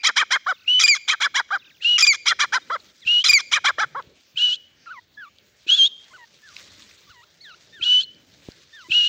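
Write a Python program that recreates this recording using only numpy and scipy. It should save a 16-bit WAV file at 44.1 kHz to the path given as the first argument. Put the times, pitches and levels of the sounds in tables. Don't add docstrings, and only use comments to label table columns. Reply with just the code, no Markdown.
import sys
import numpy as np
from scipy import signal
from scipy.fft import rfft, irfft
from scipy.io import wavfile
from scipy.ndimage import uniform_filter1d

SR = 44100
rng = np.random.default_rng(int(sys.argv[2]) if len(sys.argv) > 2 else 0)


def unload_audio(sound):
    columns = np.transpose(np.atleast_2d(sound))
    steps = np.round(np.clip(columns, -1, 1) * 32767)
    wavfile.write(sys.argv[1], SR, steps.astype(np.int16))


def boost_factor(decibels):
    exponent = np.asarray(decibels, float) / 20
    return 10 ** exponent


N = 400428


def colour(points, hz):
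    points = np.array(points)
    return boost_factor(np.interp(np.log(hz), np.log(points[:, 0]), points[:, 1]))


def shaped(points, size):
    spectrum = rfft(rng.standard_normal(size))
    noise = irfft(spectrum * colour(points, np.fft.rfftfreq(size, 1 / SR) + 1), size)
    return noise / noise.std()


def drift(rate_hz, size):
    r = np.exp(-2 * np.pi * rate_hz / SR)
    settle = 9000
    slow = signal.lfilter([1], [1, -2 * r, r * r], rng.standard_normal(size + settle))[settle:]
    return slow / slow.std()


def patchy(points, edges_hz, rate_hz, shared_db, own_db):
    noise, shared = rfft(shaped(points, N)), drift(rate_hz, N)
    hz = np.fft.rfftfreq(N, 1 / SR)
    total = 0
    for low, high in zip(edges_hz, edges_hz[1:]):
        band = irfft(noise * ((low <= hz) & (hz < high)), N)
        total = total + band * boost_factor(shared_db * shared + own_db * drift(rate_hz, N))
    return total


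def span(start, end, attack_s, release_s):
    t = np.arange(round(start * SR), round(end * SR)) / SR
    edge = np.minimum((t - start) / attack_s, (end - t) / release_s)
    return t, np.abs(t - start) / (end - start), np.sin(np.pi / 2 * np.clip(edge, 0, 1)) ** 2


def unroll(rows, size, edge_s=0.0023):
    s, *columns = np.transpose(rows)
    t, u, gate = span(s[0], s[-1], edge_s, edge_s)
    curves = [uniform_filter1d(np.interp(t, s, c), size=size, mode="nearest") for c in columns]
    return t, gate, curves


def add(track, t, sound):
    at = round(t[0] * SR)
    track[at:at + len(sound)] += sound[:N - at]


def tone(hz, levels_db, shimmer_db):
    phase = 2 * np.pi * np.cumsum(hz) / SR
    wave = sum(-boost_factor(db) * np.cos(k * phase) for k, db in enumerate(levels_db, 1))
    return np.sqrt(2) * wave * boost_factor(shimmer_db * drift(200, len(hz)))


# f/Hz, level per Hz/dB
AIR_COLOUR = [(530, -32), (900, -6), (1320, -3), (1490, 2), (4010, 2), (6330, -3), (8870, -37.5),
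              (13500, -19.5), (16000, -15)]


def open_air():
    edges_hz = [0, 1300, 2200, 3200, 4500, 6500, 10000, SR]
    return boost_factor(-65) * patchy(AIR_COLOUR, edges_hz, rate_hz=5, shared_db=1.0, own_db=3.5)


# f/Hz, level per Hz/dB
LEAF_COLOUR = [(590, -34), (1000, -6.5), (1830, -0.5), (2840, -1), (3710, 3.5), (6860, -3), (10800, -30),
               (13400, -25), (15100, -28), (16000, -30.5)]
# t/s, level/dB
STIRRING = [(.6, -70), (1.7, -71.5), (2.9, -59.5), (4.08, -66.5), (5.08, -71), (5.4, -68), (5.95, -64),
            (6.08, -58.5), (6.3, -63.5), (6.54, -56), (6.59, -49), (6.97, -57), (7.3, -66.5), (7.65, -60.5),
            (8.1, -68.5), (8.45, -56.5), (8.65, -60.5), (8.85, -58)]


def leaves(track):
    t = np.arange(N) / SR
    edges_hz = [0, 1300, 2200, 3200, 4500, 6500, 10000, SR]
    grain_db = 2.4 * drift(400, N)
    level = boost_factor(np.interp(t, *np.transpose(STIRRING)) + 1.0 + grain_db)
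    add(track, t, level * patchy(LEAF_COLOUR, edges_hz, rate_hz=14, shared_db=1.8, own_db=2.0))


# f/Hz, level per Hz/dB
BREEZE_COLOUR = [(18, -43), (30, -23), (70, 4), (217, 0), (613, -2.5), (717, -9.5), (900, -10),
                 (1170, -34.5), (1980, -120)]
# t/s, level/dB
GUST_LEVELS = [(.6, -67.5), (2.6, -59.5), (2.88, -55.5), (3.0, -64.5), (4.08, -55), (4.25, -67.5),
               (4.8, -61.5), (6.0, -63.5), (6.15, -59), (6.45, -63), (6.7, -55.5), (7.2, -62), (8.1, -60.5),
               (8.5, -55), (8.7, -61.5)]


def breeze(track):
    t = np.arange(N) / SR
    edges_hz = [0, 60, 110, 190, 330, 600, SR]
    level = boost_factor(np.interp(t, *np.transpose(GUST_LEVELS)) - 4.0)
    add(track, t, level * patchy(BREEZE_COLOUR, edges_hz, rate_hz=4, shared_db=1.5, own_db=2.4))


def earlier_squawk(track):
    t = np.arange(round(.05 * SR)) / SR
    add(track, t, tone(2400 + 0 * t, [-43, -53], shimmer_db=5) * boost_factor(-60 * t / .2))


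# f/Hz, width/Hz, level/dB
THROAT_MODES = [(740, 1600, -17.5), (1433, 310, 9), (2425, 340, 11), (3276, 470, 5), (4007, 790, 1),
                (4666, 240, 2), (6146, 360, 4.5), (6940, 330, -16.5), (9700, 15000, -50),
                (15000, 1200, -61)]


def throat(hz, gape_db):
    closed_db = min(np.max(gape_db), 0)
    tract = np.array(THROAT_MODES, float)
    tract[1, 0] += 9 * closed_db
    modes = [boost_factor(db) / (1 + 1j * (hz - mode_hz ** 2 / hz) / width_hz) ** 2
             for mode_hz, width_hz, db in tract]
    modes[2] = modes[2] * boost_factor(.7 * np.minimum(gape_db, 0))
    modes[6] = modes[6] * boost_factor(0.4 * np.minimum(gape_db, 0))
    modes[0] = -modes[0] * boost_factor(-.2 * closed_db)
    return sum(modes[:-1]) / (1 + (hz / 10800) ** 8) + modes[-1]


def windpipe(x):
    size = len(x) + 100
    hz = np.fft.rfftfreq(size, 1 / SR)
    echo = .85 * np.clip(hz / 1200 - 1, 0, 1) * np.exp(-2j * np.pi * hz / 1780)
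    return irfft(rfft(x, size) * (1 + echo), size)[:len(x)] / 1.3


def syrinx(hz, low_db, high_db, half_db, rough):
    size, rough = len(hz), np.clip(rough, 0, 1)
    turns = np.cumsum(hz * (1 + .018 * rough * drift(60, size))) / SR / 2
    turns = turns + .022 * rough * drift(200, size)
    order = np.arange(1, 33)[:, None]
    partial_hz = order * hz / 2
    gain = throat(partial_hz, high_db) * np.where(order % 2, boost_factor(half_db), 1)
    gain = gain * np.where(order > 1, 1, boost_factor(-20.5)) * (partial_hz < 16000)
    flicker = boost_factor(10 * rough * np.array([drift(60, size) for k in range(8)]))[order[:, 0] % 8]
    waves = np.real(gain * np.exp(2j * np.pi * order * turns)) * flicker

    air_hz = np.fft.rfftfreq(size, 1 / SR) + 1
    air = rfft(rng.standard_normal(size)) * throat(air_hz, np.mean(high_db))

    high = 1 / (1 + (2000 / partial_hz) ** 12)
    high_air = 1 / (1 + (2000 / air_hz) ** 12)
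    chaos = .75 * rough ** 3
    out = 0
    for share, air_share, level_db in ((1 - high, 1 - high_air, low_db), (high, high_air, low_db + high_db)):
        power = (np.abs(share * gain * flicker) ** 2).sum(axis=0) / 2
        voiced = (share * waves).sum(axis=0) / np.sqrt(power)
        hiss = irfft(air * air_share, size)
        out = out + boost_factor(level_db) * (np.sqrt(1 - chaos) * voiced + np.sqrt(chaos) * hiss / hiss.std())
    jumps_db = 3.0 * np.minimum(rough, .6) * np.clip(drift(350, size), -2, 2)
    return windpipe(out * boost_factor(jumps_db))


# t/s, length/s, f at the apex/Hz, level of low partials/dB, gape (high partials over low)/dB
CLUCK_CALLS = [(0.029, 0.086, 1303, -28.5, 15.5), (0.156, 0.087, 1267, -23, 7),
               (0.302, 0.077, 1078, -21, 1.5), (0.46, 0.076, 761.6, -19, -13.5),
               (1.073, 0.085, 1283, -29, 15), (1.199, 0.085, 1146, -24, 4.5),
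               (1.339, 0.083, 1121, -23.5, 2), (1.503, 0.077, 812.6, -20, -14.5),
               (2.252, 0.088, 1406, -27, 14), (2.386, 0.077, 1203, -22.5, 5),
               (2.52, 0.071, 1038, -19, -3.5), (2.696, 0.08, 686, -21.5, -15),
               (3.51, 0.086, 1260, -27, 13.5), (3.638, 0.079, 1166, -19.5, 1),
               (3.778, 0.08, 881.6, -19.5, -9), (3.945, 0.074, 564.6, -26, -26)]
# apex as share of length, half-pitch level once doubled/dB, peak gape over apex/dB
CLUCK_ARCHES = [(.52, 4.5, -0.5), (.55, 7, 1.5), (.55, -2, 3), (.48, -14.5, -4)]
# bend of the rise/(1/s), bend of the fall/(1/s)
CLUCK_BENDS = [(17, 15), (16, 18), (15, 19), (17, 17)]


def clucks(track):
    for k, (start, length, apex_hz, low_db, gape_db) in enumerate(CLUCK_CALLS):
        share, half_db, opening_db = CLUCK_ARCHES[k % len(CLUCK_ARCHES)]
        rise, fall = CLUCK_BENDS[k % len(CLUCK_ARCHES)]
        attack_s = np.interp(apex_hz, [1000, 1300], [0.011, 0.015])
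        t, u, gate = span(start, start + length, attack_s, release_s=0.033)
        past = t - start - share * length
        bend = np.where(past < 0, rise, fall) * past
        hz = apex_hz / np.sqrt(1 + 3 * bend ** 2 + 2.5 * bend ** 4)
        doubling_db = half_db - 18.0 / (1 + np.exp((past + .006) / .008))
        ragged = .55 * np.interp(u, [.04, .18, .66, .84], [1, 0, 0, 1])
        ragged = ragged + .34 * np.clip((apex_hz - 500) / 500, .3, 1.25)
        closing_db = -21.5 + 0.16 * gape_db
        high_db = np.interp(u, [0, .3, .5, .85], [gape_db - 10.5, gape_db + opening_db, gape_db, closing_db])
        closed_low_db = low_db - 0.48 * np.minimum(high_db - gape_db, 0) * (u > .5)
        add(track, t, gate * syrinx(hz, closed_low_db, high_db, doubling_db, ragged))


# delay t/s, level/dB
HARD_ECHOES = [
    (0.045, -35),
    (.085, -40.5),
    (0.125, -38),
    (.135, -38),
    (0.176, -42.5),
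    (0.207, -46.5),
]


def hedge(x):
    t = np.arange(round(.6 * SR)) / SR
    near = boost_factor(-34 - 60 * t / 0.36) * np.clip(t / 0.0066, 0, 1)
    bank_s = 0.08
    far = boost_factor(-53.5 - 60 * np.abs(t - bank_s) / np.where(t < bank_s, .15, .9))
    plants = [(300, -23.5), (1600, -16), (2300, .5), (3000, -4), (6000, -4), (12000, -20)]   # f/Hz, level/dB
    echo = shaped(plants, len(t)) * (near + far) / 30
    taps = np.zeros(len(t))
    for delay, db in HARD_ECHOES:
        taps[round(delay * SR)] = boost_factor(db)
    echo += signal.sosfilt(signal.butter(2, [2000, 9000], "band", fs=SR, output="sos"), taps)
    return signal.fftconvolve(x, echo)[:N]


# t/s, peak level/dB, f/Hz
TWIG_SNAPS = [(0.4492, -56, 1510), (1.491, -29, 1470), (2.6755, -51, 1560), (4.0243, -37, 3750),
              (4.8595, -32, 1630), (5.385, -40.5, 4230), (6.5656, -30.5, 4830), (6.5654, -28, 2680),
              (6.8217, -35, 4300), (6.912, -39, 2480), (6.489, -41, 4500), (8.147, -46, 4970),
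              (8.154, -61, 2520), (7.674, -42.5, 1680), (7.673, -47, 5080), (8.519, -40, 4700)]


def twigs(track):
    t = np.arange(round(.15 * SR)) / SR
    for s, db, hz in TWIG_SNAPS:
        twig = signal.butter(2, [0.76 * hz, 1.1 * hz], "band", fs=SR, output="sos")
        crack = rng.standard_normal(len(t)) * boost_factor(-60 * t / 0.0087)
        add(track, [s], boost_factor(db + 11.5) * signal.sosfilt(twig, crack))


# t/s, length/s, f at start/Hz, f at end/Hz, level/dB
FAR_SLIDES = [(.53, .03, 3950, 3500, -54), (.558, .022, 3200, 2500, -58), (.579, .008, 2800, 4800, -62),
              (.59, .017, 3100, 2450, -58), (.606, .008, 3200, 4800, -62), (.598, .025, 4100, 3600, -62),
              (.615, .017, 3050, 2500, -58), (.631, .008, 3200, 4800, -61), (.638, .018, 3300, 2000, -59),
              (1.58, .014, 5600, 4000, -57), (1.592, .021, 4000, 3400, -54), (1.612, .012, 3900, 3900, -58),
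              (1.615, .023, 3050, 2450, -55), (1.642, .021, 3500, 2350, -56), (1.641, .02, 3950, 3500, -60),
              (1.655, .024, 4100, 3500, -57), (1.668, .021, 3100, 2450, -55), (1.69, .032, 4000, 1650, -57),
              (1.706, .013, 4600, 3500, -61), (1.72, .016, 3900, 3750, -62), (1.743, .014, 3800, 2800, -59),
              (1.76, .018, 3700, 2300, -60), (1.778, .01, 4300, 3200, -61), (1.8, .016, 2300, 1800, -55),
              (2.615, .022, 3700, 3700, -54), (2.8, .008, 4850, 3700, -50), (3.017, .033, 2340, 1800, -56),
              (3.017, .029, 4190, 3200, -50.5), (5.14, .017, 5100, 3900, -64),
              (5.58, .021, 5400, 4100, -70), (5.638, .025, 5440, 4100, -68)]


def twitter(track):
    for s, length, start_hz, end_hz, db in FAR_SLIDES:
        u = np.linspace(0, 1, round(length * SR))
        hz = end_hz + (start_hz - end_hz) * (1 - u) ** 1.7
        add(track, [s], np.sin(np.pi * u) ** .6 * tone(hz, [db + 3], shimmer_db=1.5))


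def chirp(track, start, db, top_hz, length, rise_hz):
    t, u, gate = span(start, start + length, attack_s=0.24 * length, release_s=0.34 * length)
    add(track, t, gate * tone(top_hz - rise_hz * (1 - u), [db], shimmer_db=2.5))


# f/Hz, level per Hz/dB
BREATH_COLOUR = [(1150, -41.5), (1350, -8), (1650, -4.5), (2050, -28), (2700, 1), (4200, 3), (4750, -7.5),
                 (7500, -14.5), (8500, -36.5), (12500, -54)]
# start t/s, end t/s, breath level/dB, chirp top f/Hz, chirp level/dB
WHISTLE_BREATHS = [
    (0.655, 0.838, -43, 3260, -32.5),
    (1.803, 1.987, -37.5, 3275, -30),
    (3.045, 3.239, -37, 3326, -28),
    (4.353, 4.573, -34, 3470, -22.5),
    (5.661, 5.892, -32.5, 3094, -32.5),
    (7.805, 8.05, -35.5, 3547, -19.5),
    (8.89, 9.15, -34, 3400, -23.5),
]


def breaths(track):
    low_pass = signal.butter(4, 2100, fs=SR, output="sos")
    for start, end, db, top_hz, chirp_db in WHISTLE_BREATHS:
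        chirp(track, start + 0.016, chirp_db, top_hz, length=0.027, rise_hz=609)
        chirp(track, start + 0.0032, chirp_db - 16, top_hz=2780, length=0.022, rise_hz=352)
        t, u, gate = span(start, end, attack_s=0.045, release_s=0.03)
        air = shaped(BREATH_COLOUR, len(t))
        low = signal.sosfiltfilt(low_pass, air)
        air = air - low * np.clip(1.5 * u - .6, 0, 1)
        add(track, t, gate * boost_factor(db + 2.5 - 2 * u + 1.4 * drift(60, len(t))) * air)


def whistle(track, row, db, swell_db, swell_s, sag_db):
    start, end, hold_hz, sag_hz, flick_hz = row
    t, u, gate = span(start, end, attack_s=0.0016, release_s=0.0023)
    flick = np.clip(1 - (end - t) / 0.07, 0, 1) ** 3.3
    sag = np.sin(np.pi / 2 * np.clip((t - start - 0.089) / 0.042, 0, 1)) ** 2
    scoop_hz = 271.3 * np.exp((start - t) / 0.019)
    hz = hold_hz - scoop_hz - sag_hz * sag + flick_hz * flick
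    flick_fade_db = -23.5 * flick * min(abs(flick_hz) / 600, 1)
    db = db + swell_db * np.exp((start - t) / swell_s) + sag_db * u ** 2 + flick_fade_db
    add(track, t, gate * tone(hz, [db, db - 30.5], shimmer_db=0.88))


# start t/s, end t/s, held f/Hz, sag f/Hz, closing flick f/Hz
LEADS = [
    (0.677, 0.795, 3000, -31.5, -2.5),
    (1.845, 1.975, 2922, 22.5, -56.5),
    (3.073, 3.231, 2906, 26, 522),
]


def lead_whistles(track):
    for row in LEADS:
        whistle(track, row, db=-16.5, swell_db=-14.0, swell_s=0.0013, sag_db=1.5)


SQUEAL_LEVELS = [-51.5, -1, -50, -1.5, -46.5, -10.5, -58.5, -38, -65.5, -51, -66.5, -41.5]


def squeal(track, start, end, end_hz, db, fade_db, power):
    release_s = np.clip(.2 * (end - start), 0, .012)
    t, u, gate = span(start, end, attack_s=0.006, release_s=release_s)
    hz = 2446 + (end_hz - 2446) * u ** power - 70 * np.exp((start - t) / 0.0042)
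    levels_db = [db + fade_db * u ** 2 + partial_db for partial_db in SQUEAL_LEVELS]
    off_db = 0.037 * np.clip(2330 - hz, 0, None)
    dip_db = 10.0 * np.exp(-((hz - 2200) / 60) ** 2)
    levels_db[3] = levels_db[3] - off_db - dip_db
    linger_db = 20.0 * np.exp((start - t) / 0.067)
    levels_db[::2] = [level_db + linger_db for level_db in levels_db[::2]]
    add(track, t, gate * tone(hz / 2, levels_db, shimmer_db=.5))


# start t/s, first clean flip t/s, long squeal start t/s, long squeal end t/s, level/dB
SQUAWK_CALLS = [
    (0.793, 0.835, .88, .953, -13.5),
    (1.979, 2.022, 2.068, 2.136, -13),
    (3.239, 3.29, 3.33, 3.389, -11.5),
]
SQUEAL_SAGS = [
    1.8,
    1.7,
    1.35,
]
# start f/Hz, middle f/Hz, end f/Hz
RASP_GLIDES = [
    (1180, 1400, 1170),
    (1200, 1120, 1180),
    (1200, 1220, 1220),
    (1400, 1200, 900),
]
# low partials level/dB, high partials over low/dB, extra top level/dB
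RASP_BALANCE = [
    (-30.5, 13, -0.5),
    (-39, 12, 4.5),
    (-32, 15.5, -3),
    (-32, 5.5, -7),
]
RASP_LET_GO = [
    .004,
    .003,
    .022,
    .018,
]


def squawks(track):
    top = signal.butter(2, 4600, "high", fs=SR, output="sos")
    overlap_s, break_s = 0.0082, 0.015
    for (start, flip, again, end, db), power in zip(SQUAWK_CALLS, SQUEAL_SAGS):
        rough = [(start, flip + overlap_s),
                 (again - break_s - overlap_s, again),
                 (again - 0.0037, again + 0.019),
                 (end - overlap_s, end + 0.03)]
        stretches = zip(rough, RASP_GLIDES, RASP_BALANCE, RASP_LET_GO)
        for (t0, t1), pitch_hz, (low_db, high_db, top_db), release_s in stretches:
            t, u, gate = span(t0, t1, attack_s=0.004, release_s=release_s)
            hz = uniform_filter1d(np.interp(u, [0, .35, 1], pitch_hz), size=150, mode="nearest")
            rasp = syrinx(hz, low_db, high_db, half_db=-5.5, rough=.63)
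            add(track, t, gate * (rasp + boost_factor(top_db) * signal.sosfiltfilt(top, rasp)))
        squeal(track, flip, again - break_s, end_hz=2360, db=db + 1, fade_db=-2.0, power=1.9)
        squeal(track, again, end, end_hz=2000, db=db, fade_db=-4, power=power)


# t/s, peak level/dB, f/Hz, time to fall 60 dB/s
FOOTFALLS = [(2.849, -66, 193, 0.065), (3.058, -31, 122.3, 0.028), (4.072, -32, 139.4, 0.03),
             (4.345, -41, 144, 0.078), (5.665, -27, 343, 0.024), (7.097, -38, 82, 0.037),
             (7.797, -35, 338, 0.049), (8.487, 3.5, 270, 0.0046), (8.885, -33, 336, 0.1),
             (8.899, -28, 132.5, 0.043), (7.811, -29, 106, 0.022)]


def footfalls(track):
    t = np.arange(round(.15 * SR)) / SR
    for s, db, hz, t60 in FOOTFALLS:
        ring = np.sin(2 * np.pi * hz * t) * boost_factor(-60 * t / t60)
        add(track, [s], boost_factor(db - 7) * ring * np.clip(t / .002, 0, 1))


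# t/s, f/Hz, level/dB
LONE_WHISTLES = [
    [(4.385, 2870, -36), (4.393, 2787, -24.5), (4.411, 2904, -19), (4.441, 2980, -14), (4.509, 2900, -22.5),
     (4.533, 3010, -19.5), (4.547, 3400, -26.5), (4.557, 3000, -66)],
    [(7.845, 2848, -32.5), (7.863, 2917, -19.5), (7.911, 2974, -14), (7.971, 2991, -13.5),
     (7.993, 3011, -17), (8.008, 3124, -21), (8.017, 3450, -27.5), (8.031, 3400, -41)],
    [(8.918, 2678, -11), (8.924, 2620, -19.5), (8.942, 2858, -18.5), (8.966, 2916, -14),
     (9.05, 2850, -18.5), (9.079, 2938, -18)],
]
# t/s, f/Hz, level/dB
WAVERING = [(5.687, 2960, -25), (5.701, 2935, -10.5), (5.711, 3216, -21), (5.722, 3226, -11),
            (5.75, 3410, -15.5), (5.765, 3544, -28.5), (5.795, 3205, -12.5), (5.83, 3164, -11.5),
            (5.865, 3400, -16)]
# t/s, level/dB, top f/Hz, length/s, rise f/Hz
UPWARD_SLIP = (5.853, -21, 3800, .03, 320)
# t/s, level/dB, top f/Hz, length/s, rise f/Hz
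LAST_PEEP = (8.028, -34, 4300, .022, 200)


def lone_whistles(track):
    for rows, octave_db in [(WAVERING, -22.5)] + [(rows, -29.5) for rows in LONE_WHISTLES]:
        t, gate, (hz, db) = unroll(rows, size=200)
        add(track, t, gate * tone(hz, [db, db + octave_db], shimmer_db=0.96))
    chirp(track, *UPWARD_SLIP)
    chirp(track, *LAST_PEEP)


# t/s, f/Hz
WARBLED_NOTES = [
    [(4.86, 1323), (4.872, 1410), (4.893, 1250), (4.915, 1540), (4.95, 1154), (4.99, 940), (5.002, 1036)],
    [(6.1, 1124), (6.127, 1006), (6.14, 1530), (6.16, 1467), (6.185, 1002), (6.255, 902)],
    [(7.065, 1267), (7.09, 1096), (7.105, 1534), (7.14, 1068), (7.165, 974), (7.215, 939), (7.25, 1545)],
    [(7.402, 1814), (7.414, 2190), (7.432, 2240), (7.455, 1820), (7.5, 1486), (7.535, 1223), (7.556, 1580)],
]
WARBLE_LEVELS = [
    -36,
    -45.5,
    -50,
    -47,
]
WARBLE_GAPES = [
    1.5,
    12,
    17.5,
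    2,
]
# top t/s, top f/Hz, fall/s, low f/Hz, level/dB
FALLING_NOTES = [
    (5.197, 1728, 0.077, 1129, -40),
    (6.453, 1770, 0.072, 1135, -50.5),
    (7.751, 1838, 0.062, 1345, -49.5),
    (8.754, 1831, 0.11, 978, -47),
]
# f/Hz, level/dB
BEAK_COLOUR = [(900, -7), (1100, -11), (1500, 1.2), (1800, 0), (2300, -19), (3200, -24), (4100, -15),
               (5000, -31.5)]


def soft_notes(track):
    lift_s, hook_s = 0.03, 0.02
    notes = list(zip(WARBLED_NOTES, WARBLE_LEVELS, WARBLE_GAPES))
    for s, top_hz, fall, low_hz, db in FALLING_NOTES:
        middle_hz = low_hz + 0.29 * (top_hz - low_hz)
        rows = [(s - lift_s, top_hz), (s - lift_s / 2, .98 * top_hz), (s + 0.0022, top_hz),
                (s + 0.74 * fall, middle_hz), (s + .8 * fall, 1.05 * low_hz),
                (s + fall, low_hz), (s + fall + hook_s, 1.1 * low_hz)]
        notes.append((rows, db, 6.0))
    for rows, db, parted_db in notes:
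        t, gate, (hz,) = unroll(rows, size=300, edge_s=.014)
        open_db = parted_db + 17 * np.clip((hz.max() - 1764) / 100, 0, 1)
        levels_db = []
        for k, source_db in enumerate([0, .3, 9, 20], 1):
            beak_db = 20 * np.log10(colour(BEAK_COLOUR, k * hz))
            beak_db = beak_db + (k > 1) * (open_db * (k * hz > 2600) - source_db)
            levels_db.append(db + uniform_filter1d(beak_db, size=600))
        add(track, t, gate * tone(hz, levels_db, shimmer_db=1.34))


def scene():
    bird, field = np.zeros(N), open_air()
    for voice in (earlier_squawk, clucks, breaths, lead_whistles, squawks, lone_whistles, soft_notes):
        voice(bird)
    bird = signal.sosfilt(signal.butter(4, 230, "high", fs=SR, output="sos"), bird)
    for source in (leaves, breeze, twigs, twitter, footfalls):
        source(field)
    return (bird + hedge(bird) + field)[None]


def top_cut(x):
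    return signal.sosfilt(signal.butter(12, 15850, fs=SR, output="sos"), x)


def record(dry):
    thud = signal.sosfilt(signal.butter(2, [80, 220], "band", fs=SR, output="sos"), dry ** 2)
    ceiling, port_hz = .72, 15220
    bent = dry / (1 + (dry / ceiling) ** 6) ** (1 / 6)
    port = signal.butter(4, [port_hz - 800, port_hz + 700], "band", fs=SR, output="sos")
    bent = bent + boost_factor(9) * signal.sosfilt(port, bent)
    bent = signal.sosfilt(signal.butter(2, 45, "high", fs=SR, output="sos"), bent)
    return top_cut(bent + boost_factor(-32) * thud)


dry = scene()
out = record(dry)
unload_audio(out)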